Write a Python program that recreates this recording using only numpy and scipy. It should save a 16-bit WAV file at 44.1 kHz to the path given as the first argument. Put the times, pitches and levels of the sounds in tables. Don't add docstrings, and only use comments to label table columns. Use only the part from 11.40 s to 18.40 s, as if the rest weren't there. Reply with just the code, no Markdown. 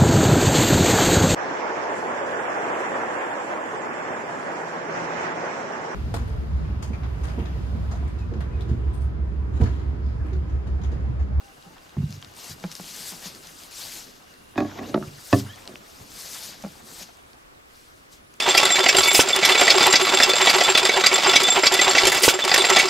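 import sys
import numpy as np
from scipy import signal
from scipy.fft import rfft, irfft, next_fast_len
from scipy.io import wavfile
from scipy.ndimage import uniform_filter1d, map_coordinates

SR = 44100
rng = np.random.default_rng(int(sys.argv[2]) if len(sys.argv) > 2 else 0)


def bounce(signal):
    frames = np.transpose(np.atleast_2d(signal))
    limited = np.clip(frames, -1, 1)
    pcm = np.round(limited * 32767).astype(np.int16)
    wavfile.write(sys.argv[1], SR, pcm)


def decibels_to_gain(level_db):
    exponent = np.asarray(level_db, float) / 20
    return 10 ** exponent


N = 308700

BANK_DB = -51
MIC_LOW_HZ, TOP_HZ = 57, 15830

# [f/Hz, correlation]
BANK_SPECTRUM = [(12, -34), (20, 3), (107, -9.5), (158, -10.5), (204, -13.5), (234, -11.5), (319, -8.5),
                 (446, -10), (780, -10.5), (849, -14), (1150, -9), (1910, -15), (16000, -34.5)]
BANK_ALIKE = [(60, 0.92), (180, 0.063), (550, -0.68), (1650, -0.66), (4970, -0.27), (15000, 0.0034)]
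# [start t/s, end t/s, level/dB]
CHIRPS = [(0, .3, -70), (2.95, 3.17, -68), (3.48, 3.703, -65), (5.8, 6.02, -69), (6.3, 6.5, -69),
          (6.79, 7, -67)]
# [start t/s, end t/s, first f/Hz, last f/Hz, level/dB]
BIRDS = [
    (0, .13, 800, 790, -57.5),
    (.25, 0.29, 800, 800, -54),
    (0.302, .345, 890, 850, -55),
    (.015, .085, 5100, 4650, -69),
    (6.337, 6.458, 4250, 4200, -65),
    (6.34, 6.45, 5500, 5450, -70),
]
# [t/s, trouser rub level/dB, grass relative to rub/dB]
SWISH = [(0.0, -60.5, -6), (0.08, -61.5, -5), (0.64, -60, -7), (0.74, -49, -10), (0.8, -60, -8),
         (0.82, -56, -7), (0.94, -56, -6), (0.97, -48.5, -2), (1.07, -42, -5.5), (1.13, -44.5, -3),
         (1.15, -55.5, -5), (1.3, -48.5, -8.5), (1.32, -42.5, -10), (1.34, -50.5, 0), (1.36, -43, -7),
         (1.4, -44.5, -4), (1.71, -40.5, -1.5), (1.79, -48, -2.5), (1.87, -36.5, -7), (1.91, -46.5, -7.5),
         (2.01, -54, -1), (2.07, -45.5, -7), (2.11, -52, -3), (2.26, -47, -3), (2.3, -54.5, -7),
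         (2.32, -45, -4.5), (2.42, -38.5, -3.5), (2.59, -41, -3.5), (2.63, -48, -5), (2.67, -49.5, -6),
         (2.75, -56, -7.5), (3.14, -65, -1), (3.16, -65, 0), (3.18, -46.5, -33), (3.27, -54, -10),
         (3.39, -48.5, -23), (3.41, -55, -12), (3.49, -46, -13), (3.53, -55.5, -3), (3.55, -53, -15),
         (3.57, -53, -5), (3.76, -51.5, -6.5), (3.88, -46.5, 1.5), (3.94, -39, -9), (3.96, -43, 2),
         (4.0, -36.5, -7), (4.03, -48.5, -6), (4.07, -50.5, -5.5), (4.42, -58.5, -3.5), (4.5, -51.5, -5.5),
         (4.68, -52.5, -4.5), (4.8, -41, -2.5), (5.01, -39.5, -3), (5.11, -41.5, -8), (5.17, -51, -7.5),
         (5.44, -55.5, -1.5), (5.56, -45, -1.5), (5.63, -39, -9.5), (5.65, -50.5, -10), (5.81, -65, -2),
         (6.24, -75, 2), (6.36, -58, -3.5), (6.69, -68, -4), (6.73, -49.5, -6), (6.82, -75, -3),
         (6.92, -69, -2), (6.94, -63, -11), (6.96, -70, 6), (7.0, -71, -3)]
# [t/s, feet level/dB, heavy cloth level/dB]
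SHUFFLE = [(0.0, -57, -57), (0.56, -56.5, -52.5), (0.72, -53.5, -53.5), (0.86, -60, -57.5),
           (1.07, -52, -51.5), (1.46, -54, -58), (1.77, -53, -51.5), (2.18, -56.5, -56),
           (2.53, -54.5, -57.5), (2.67, -55.5, -56), (3.02, -60.5, -58), (3.2, -51.5, -46),
           (3.33, -45, -48), (3.43, -39.5, -44.5), (3.57, -38, -53), (3.68, -47.5, -54), (3.82, -60, -58),
           (4.11, -48.5, -49.5), (4.33, -54.5, -52), (4.56, -55.5, -54.5), (4.82, -55, -59),
           (4.95, -59, -52.5), (5.17, -50.5, -52), (5.89, -61.5, -56), (6.32, -64.5, -67), (7.0, -59, -63)]
# [f/Hz, density/dB]
CLOTH_SPECTRUM = [(1180, -10), (2000, -7.5), (2880, -5.5), (4850, 0.5), (5420, -1.5), (6720, -2.5),
                  (9500, -28), (12400, -6), (20900, -120)]
GRASS_SPECTRUM = [(4410, -37), (7500, -3.5), (12900, -10.5), (15200, -13.5), (16000, -32)]
FOLD_SPECTRUM = [(290, -37), (500, -5), (603, -6.5), (675, -1), (3000, -14), (3900, -14.5), (6600, -120)]
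TREAD_SPECTRUM = [(29, -47), (50, -5.5), (178, -2), (241, -0.5), (575, -8), (900, -23.5), (1170, -46),
                  (1980, -120)]
# [t/s, peak level/dB, f/Hz, left over right/dB]
TICKS = [(0.0827, -43, 3090, 1.5), (0.2252, -37, 3950, 4), (0.382, -40, 3250, 1.0),
         (0.4938, -39, 3800, 1.5), (0.7068, -38, 6190, 1.5), (0.7257, -29.5, 4150, 7),
         (0.7664, -44.5, 3680, 1.5), (0.8164, -42, 6770, 5), (0.8259, -26.5, 3240, 2.5),
         (0.847, -31, 3600, 5), (0.9385, -38, 4880, 4), (0.9728, -37, 3660, 5), (1.044, -30, 6530, 3.0),
         (1.1996, -38, 4580, 8), (1.3154, -48, 3100, -5), (1.3154, -27, 5350, 3), (1.3244, -27, 5640, 4.0),
         (1.3528, -23, 5400, 3), (1.3652, -32, 6220, 2.5), (1.5648, -30, 6300, 4), (1.6646, -29, 4560, -2),
         (1.9492, -30, 4570, 2), (2.035, -40, 4880, 2.5), (2.071, -31.5, 6020, 3.0), (2.1655, -37, 4590, 0),
         (2.2353, -32, 5030, 2.5), (2.3116, -37, 7010, 5), (2.3286, -34.5, 5480, -6),
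         (2.9394, -41, 4070, 2.0), (4.1594, -35, 4390, 5), (4.2547, -32, 4160, 1.5),
         (4.2762, -23.5, 4030, 3), (4.3569, -26.5, 2700, 1.5), (4.4094, -50, 4080, -2),
         (4.7182, -35, 5100, 1), (5.2245, -34, 5710, 3), (5.7713, -42, 6590, 1.0), (5.9327, -40, 4500, 2.0),
         (6.1095, -58, 4090, -2), (6.347, -46, 4240, 2.5), (6.9405, -38.5, 6450, 2.5)]
# [f/Hz, level/dB, t60/s]
CAN_MODES = [(161.5, -7.5, 0.22), (186.4, -0.5, 0.12), (316, -14, 0.11), (425, -4.5, 0.035),
             (595, -5, 0.068), (833, -7.5, 0.08), (1113, -14, 0.06), (1380, -13, 0.12), (2340, -3, .02)]
STERN_MODES = [(69.5, -6, 0.24), (96, -6.5, 0.65), (116, -7.5, 0.51), (144.5, 0, 0.42), (164.5, -8, 0.23),
               (200, -4, 0.29), (245, -13, 0.17), (327, -17, 0.22), (400, -22, 0.17), (565, -29, .08),
               (850, -34, .1)]
DECK_MODES = [(98.3, -15.5, 0.58), (138, -13, 0.19), (218, -4, 0.26), (269, 0, .2), (302, 0.5, 0.22),
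              (385, -4.5, 0.14), (584, -7.5, 0.24), (700, -4, 0.098), (770, -5, 0.088), (1110, -7.5, 0.12),
              (1670, -7, 0.074), (1930, -10.5, 0.076), (2510, -8.5, 0.043), (2770, -34, 0.028),
              (3600, -17, 0.058), (4550, -16, 0.044)]
RIB_MODES = [(138.2, -12.5, 0.57), (210, -3, 0.22), (300, 0, .1), (371.7, -3.5, .2), (478, -7.5, 0.085),
             (604, 1, 0.14), (700, -9, 0.14), (872, -5.5, 0.075), (1160, -12, .06), (1294, -1.5, 0.039),
             (1500, -24, .05), (1880, -8.5, 0.035), (2460, -26, 0.039), (2920, -31, 0.021)]
RAIL_MODES = [(96.8, -7.5, 0.42), (122.6, -8.5, 0.34), (200, -13.5, .35), (274.6, -1.5, 0.21),
              (311, -2, 0.15), (390, -6, 0.23), (522, -11, 0.15), (599, 0, 0.092), (668, 0, 0.037),
              (710, -2, 0.1), (1044, -5.5, 0.057), (1142, -2, 0.062), (1300, -25, 0.061),
              (1760, -7.5, 0.056), (2000, -32, .03), (2570, -8, 0.036), (2700, -34, 0.026),
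              (3350, -9, 0.021), (4600, -32, .015)]
FLUKE_MODES = [(332, -4, .08), (900, -10, .05), (1230, 2, 0.062), (1390, -1, 0.05), (1650, -4, 0.037)]
# [t/s, level/dB, hardness f/Hz, contact length/s, ring share of t60/1]
BUMP_BLOWS = [(.262, -39, 300, 0.013, 1.2), (1.239, -27, 5050, 0.0051, 0.58), (1.245, -26, 400, .002, 1),
              (1.397, -35, 3530, .003, 0.68), (1.403, -44, 300, 0.0017, 2.5), (1.5, -46, 400, 0.011, 1.6),
              (1.59, -43.5, 400, .01, 1.3), (1.72, -41.5, 800, 0.011, 1), (1.855, -39, 1500, 0.013, 0.59),
              (2.06, -49, 600, 0.022, 1.3), (5.09, -40, 600, .01, 0.63), (5.238, -28.5, 2000, 0.0054, 0.55),
              (5.247, -24.5, 1500, 0.0046, 0.4), (5.262, -32.5, 1180, .003, 1),
              (5.61, -41.5, 1500, 0.03, 0.43)]
BOOT_BLOWS = [(.568, -21.5, 1500, 0.0027, 1), (.588, -24.5, 300, 0.0024, 0.72),
              (.625, -22.5, 300, 0.0058, 0.88), (.69, -31.5, 300, .005, 0.57),
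              (.73, -40, 300, 0.0046, 0.38), (.762, -38, 300, 0.004, 0.47), (.855, -48, 300, .005, 0.75),
              (1.095, -39, 500, 0.024, 0.38), (1.115, -45, 400, .01, 0.46), (3.66, -36, 200, 0.0092, 0.79),
              (4.595, -42, 800, 0.013, .5)]
LIFT_BLOWS = [
    (3.157, -37.5, 5000, 0.013, 0.81),
    (3.178, -20.5, 5600, 0.011, 1),
    (3.204, -23.5, 4800, 0.0061, 0.63),
    (3.22, -20.5, 800, 0.0046, .8),
    (3.248, -31, 2000, 0.0065, 0.76),
    (3.388, -31.5, 2950, 0.0069, 0.83),
    (3.41, -34, 1230, 0.0088, 0.89),
    (3.432, -38, 4000, .01, 0.51),
    (3.488, -39, 1500, .01, 0.74),
]
KNOCK_BLOWS = [
    (3.543, -19, 4700, 0.0024, 1),
    (3.557, -24.5, 1500, 0.0035, 0.87),
    (3.575, -19.5, 900, .002, 0.36),
    (3.61, -34, 700, .004, 0.88),
    (4.29, -45.5, 1500, .015, 0.87),
    (4.335, -47, 500, .005, .8),
]
CLUNK_BLOWS = [
    (3.928, -11.5, 6000, 0.0052, 0.98),
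    (3.975, -28.5, 800, .003, 0.51),
]
TOCK_BLOWS = [
    (3.625, -33, 4000, 0.0035, 0.74),
    (3.637, -42, 3000, .003, 0.85),
    (4.407, -56, 1500, .002, .6),
]
# [t/s, level/dB]
DRAG = [
    (3.1, -58),
    (3.186, -54),
    (3.342, -44),
    (3.452, -33),
    (3.56, -46),
]
# [f/Hz, t60/s]
SHORE_DECAY = [(150, 0.1), (1000, 0.25), (6000, 0.13)]
# [t/s, f/Hz, level/dB]
ROPE = [
    (4.04, 2800, -64),
    (4.08, 2850, -48),
    (4.12, 3250, -50),
    (4.16, 3330, -54),
    (4.22, 3480, -59),
    (4.25, 3480, -75),
]


def unit(x):
    return x / np.sqrt(np.mean(x ** 2) + 1e-20)


def along(points, hz):
    f, v = np.transpose(points)
    return np.interp(np.log(hz + 1), np.log(f + 1), v)


def curves(rows):
    s, *cols = np.transpose(rows)
    return [np.interp(np.arange(N) / SR, s, c) for c in cols]


def wobble(rate_hz):
    knots = rng.standard_normal(int(N * rate_hz / SR) + 4)
    return map_coordinates(knots, [np.arange(N) * rate_hz / SR])


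def filtered(x, response):
    m = next_fast_len(N + 8192)
    return irfft(rfft(x, m) * response(np.fft.rfftfreq(m, 1 / SR)), m)[..., :N]


def panned(x, pan_db):
    return x * decibels_to_gain([[pan_db / 2], [-pan_db / 2]])


def rush(spectrum, alike, patchy_db, grit_db):
    raw = rng.standard_normal((2, N)) * decibels_to_gain(grit_db * wobble(700))
    z = signal.stft(raw, nperseg=256)[2]
    field = rng.standard_normal(z.shape[1:])
    field = uniform_filter1d(uniform_filter1d(field, size=6, axis=0), size=8, axis=1)
    pair = signal.istft(z * decibels_to_gain(patchy_db * unit(field)), nperseg=256)[1][:, :N]

    def response(hz):
        turn = np.arccos(np.clip(along(alike, hz), -1, 1)) / 2
        return decibels_to_gain(along(spectrum, hz)) * [np.cos(turn), np.sin(turn)]

    mid, side = filtered(pair, response)
    return unit(np.array([mid + side, mid - side]))


def bank():
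    level_db = BANK_DB + 0.5 + 0.6 * wobble(3.21)
    return decibels_to_gain(level_db) * rush(BANK_SPECTRUM, BANK_ALIKE, patchy_db=1.2, grit_db=0.4)


def grasshopper():
    t = np.arange(N) / SR
    gate = np.zeros(N)
    for start_s, end_s, db in CHIRPS:
        gate += decibels_to_gain(db) * np.clip(np.minimum(t - start_s, end_s - t) / 0.04, 0, 1)
    body = [(2700, -40), (3200, -6), (3700, -9), (4300, -40)]
    wing = [(9200, -40), (9900, -3), (10300, 0), (10900, -6), (11600, -40)]
    return gate * rush(body + wing, [(9000, 0.4)], patchy_db=1.4, grit_db=2.4)


def birds():
    t, out = np.arange(N) / SR, np.zeros(N)
    for start_s, end_s, first_hz, last_hz, db in BIRDS:
        hz = np.interp(t, [start_s, end_s], [first_hz, last_hz]) * (1 + 0.01 * wobble(60))
        gate = np.clip(np.minimum(t - start_s + 0.005, end_s - t) / 0.012, 0, 1)
        out += decibels_to_gain(db + 2.3 * wobble(50)) * gate * np.sin(2 * np.pi * np.cumsum(hz) / SR)
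    return out


def legs():
    rub_db, grass_db = curves(SWISH)
    rub_now_db = rub_db + 0.96 * wobble(30)
    cloth = rush(CLOTH_SPECTRUM, [(4000, 1.0)], patchy_db=1.5, grit_db=1.0)
    grass = rush(GRASS_SPECTRUM, [(9000, 0.98), (15000, 0.91)], patchy_db=2.3, grit_db=1.5)
    return panned(decibels_to_gain(rub_now_db) * cloth + decibels_to_gain(rub_now_db + grass_db) * grass, 3.7)


def jacket():
    rub_db, _ = curves(SWISH)
    _, fold_db = curves(SHUFFLE)
    level_db = fold_db - 1.0 + 0.31 * (rub_db + 53) + 1.33 * wobble(25)
    fold = rush(FOLD_SPECTRUM, [(600, 0.1), (2500, 1.0)], patchy_db=4.5, grit_db=2.0)
    return panned(decibels_to_gain(level_db) * fold, 0.3)


def feet():
    tread_db, _ = curves(SHUFFLE)
    level_db = tread_db - 1.5 + 2.2 * wobble(14)
    tread = rush(TREAD_SPECTRUM, [(60, 1.0), (600, 0.69)], patchy_db=1.5, grit_db=1.2)
    return panned(decibels_to_gain(level_db) * tread, -0.7)


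def ticks():
    out, t = np.zeros((2, N + SR)), np.arange(500) / SR
    for s, db, hz, pan_db in TICKS:
        wide = signal.butter(3, [hz / 3.6, min(hz * 1.8, 12000)], "bandpass", fs=SR)
        click = signal.lfilter(*wide, rng.standard_normal(len(t)) * decibels_to_gain(-60 * t / 0.0075))
        stalk = np.sin(2 * np.pi * hz * t) * decibels_to_gain(-60 * t / 0.0073)
        snap = 0.87 * stalk + 1.01 * click
        out[:, round(s * SR):][:, :len(t)] += panned(decibels_to_gain(db - 1.5) * snap, pan_db)
    return out[:, :N]


def ring(modes, hard_hz, share):
    t = np.arange(SR * 3 // 4) / SR
    hz, db, t60 = np.transpose(modes)[..., None]
    soft = 1 / (1 + (hz / hard_hz) ** 2)
    swell = 1 - np.exp(-t * hz / 0.36)
    twin = np.sin(2 * np.pi * hz * t) + 0.38 * np.sin(2 * np.pi * 1.07 * hz * t)
    sides = (-1) ** np.arange(len(modes))[:, None]
    decay = decibels_to_gain(db - 60 * t / (t60 * share))
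    return np.sum(sides * decay * soft * swell * twin, axis=0)


def lowpassed(x, edge_hz):
    return signal.sosfilt(signal.butter(4, edge_hz, fs=SR, output="sos"), x)


def struck(blows, modes):
    out, t = np.zeros(N + SR), np.arange(SR // 20) / SR
    for s, db, hard_hz, length_s, share in blows:
        chatter, hiss = rng.standard_normal((2, len(t)))
        contact = 0.041 * chatter * np.exp(-t / length_s)
        contact[0] = 1
        sound = signal.fftconvolve(contact, ring(modes, hard_hz, share))
        sharp = lowpassed(hiss, 0.9 * hard_hz) * decibels_to_gain(-60 * t / 0.025)
        dull = lowpassed(hiss, 0.35 * hard_hz) * decibels_to_gain(-60 * t / 0.066)
        sound[:len(t)] += 0.92 * sharp + 1.2 * dull
        out[round(s * SR):][:len(sound)] += decibels_to_gain(db) * sound
    return out[:N]


def can():
    return panned(struck(BUMP_BLOWS, CAN_MODES), -0.36)


def boot():
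    return panned(struck(BOOT_BLOWS, STERN_MODES), -1.4)


def anchor():
    drag_db, = curves([(0, -120), (3.09, -120)] + list(DRAG) + [(3.6, -120)])
    rough = rng.standard_normal(N) * decibels_to_gain(9.7 * wobble(60))
    scrape = signal.fftconvolve(rough, ring(DECK_MODES, hard_hz=2500, share=0.4))[:N]
    bow = struck(LIFT_BLOWS, DECK_MODES) + struck(KNOCK_BLOWS, RIB_MODES)
    bow += struck(CLUNK_BLOWS, RAIL_MODES) + struck(TOCK_BLOWS, FLUKE_MODES)
    bow += decibels_to_gain(drag_db - 3.0) * unit(scrape)
    return panned(bow, -2.0)


def shore(x):
    hz, t, z = signal.stft(rng.standard_normal((2, SR // 3)), SR, nperseg=256)
    decay = decibels_to_gain(-60 * t / along(SHORE_DECAY, hz)[:, None])
    tail = signal.istft(z * decay, SR, nperseg=256)[1]
    late = np.pad(x, (300, 0))[None]
    return signal.fftconvolve(late, tail / np.linalg.norm(tail[0]), axes=1)[:, :N]


def rope():
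    hz, db = curves(ROPE)
    turn = 2 * np.pi * np.cumsum(hz * (1 + 0.029 * wobble(200))) / SR
    level = decibels_to_gain(db + 2.7 * wobble(90)) * (db > -74)
    return level * (np.sin(turn) + 0.62 * np.sin(0.55 * turn))


def scene():
    knocks = ticks() + can() + boot() + anchor()
    echo = decibels_to_gain(-21) * shore(knocks.mean(axis=0))
    walker = legs() + jacket() + feet()
    return bank() + grasshopper() + birds() + walker + knocks + echo + rope()


def band_limit(x):
    return signal.sosfilt(signal.butter(12, 16420, fs=SR, output="sos"), x)


def record(dry):
    heard = signal.lfilter(*signal.butter(1, MIC_LOW_HZ, "highpass", fs=SR), dry)
    mix = filtered(heard, lambda hz: hz < TOP_HZ)
    return band_limit(mix)


dry = scene()
out = record(dry)
bounce(out)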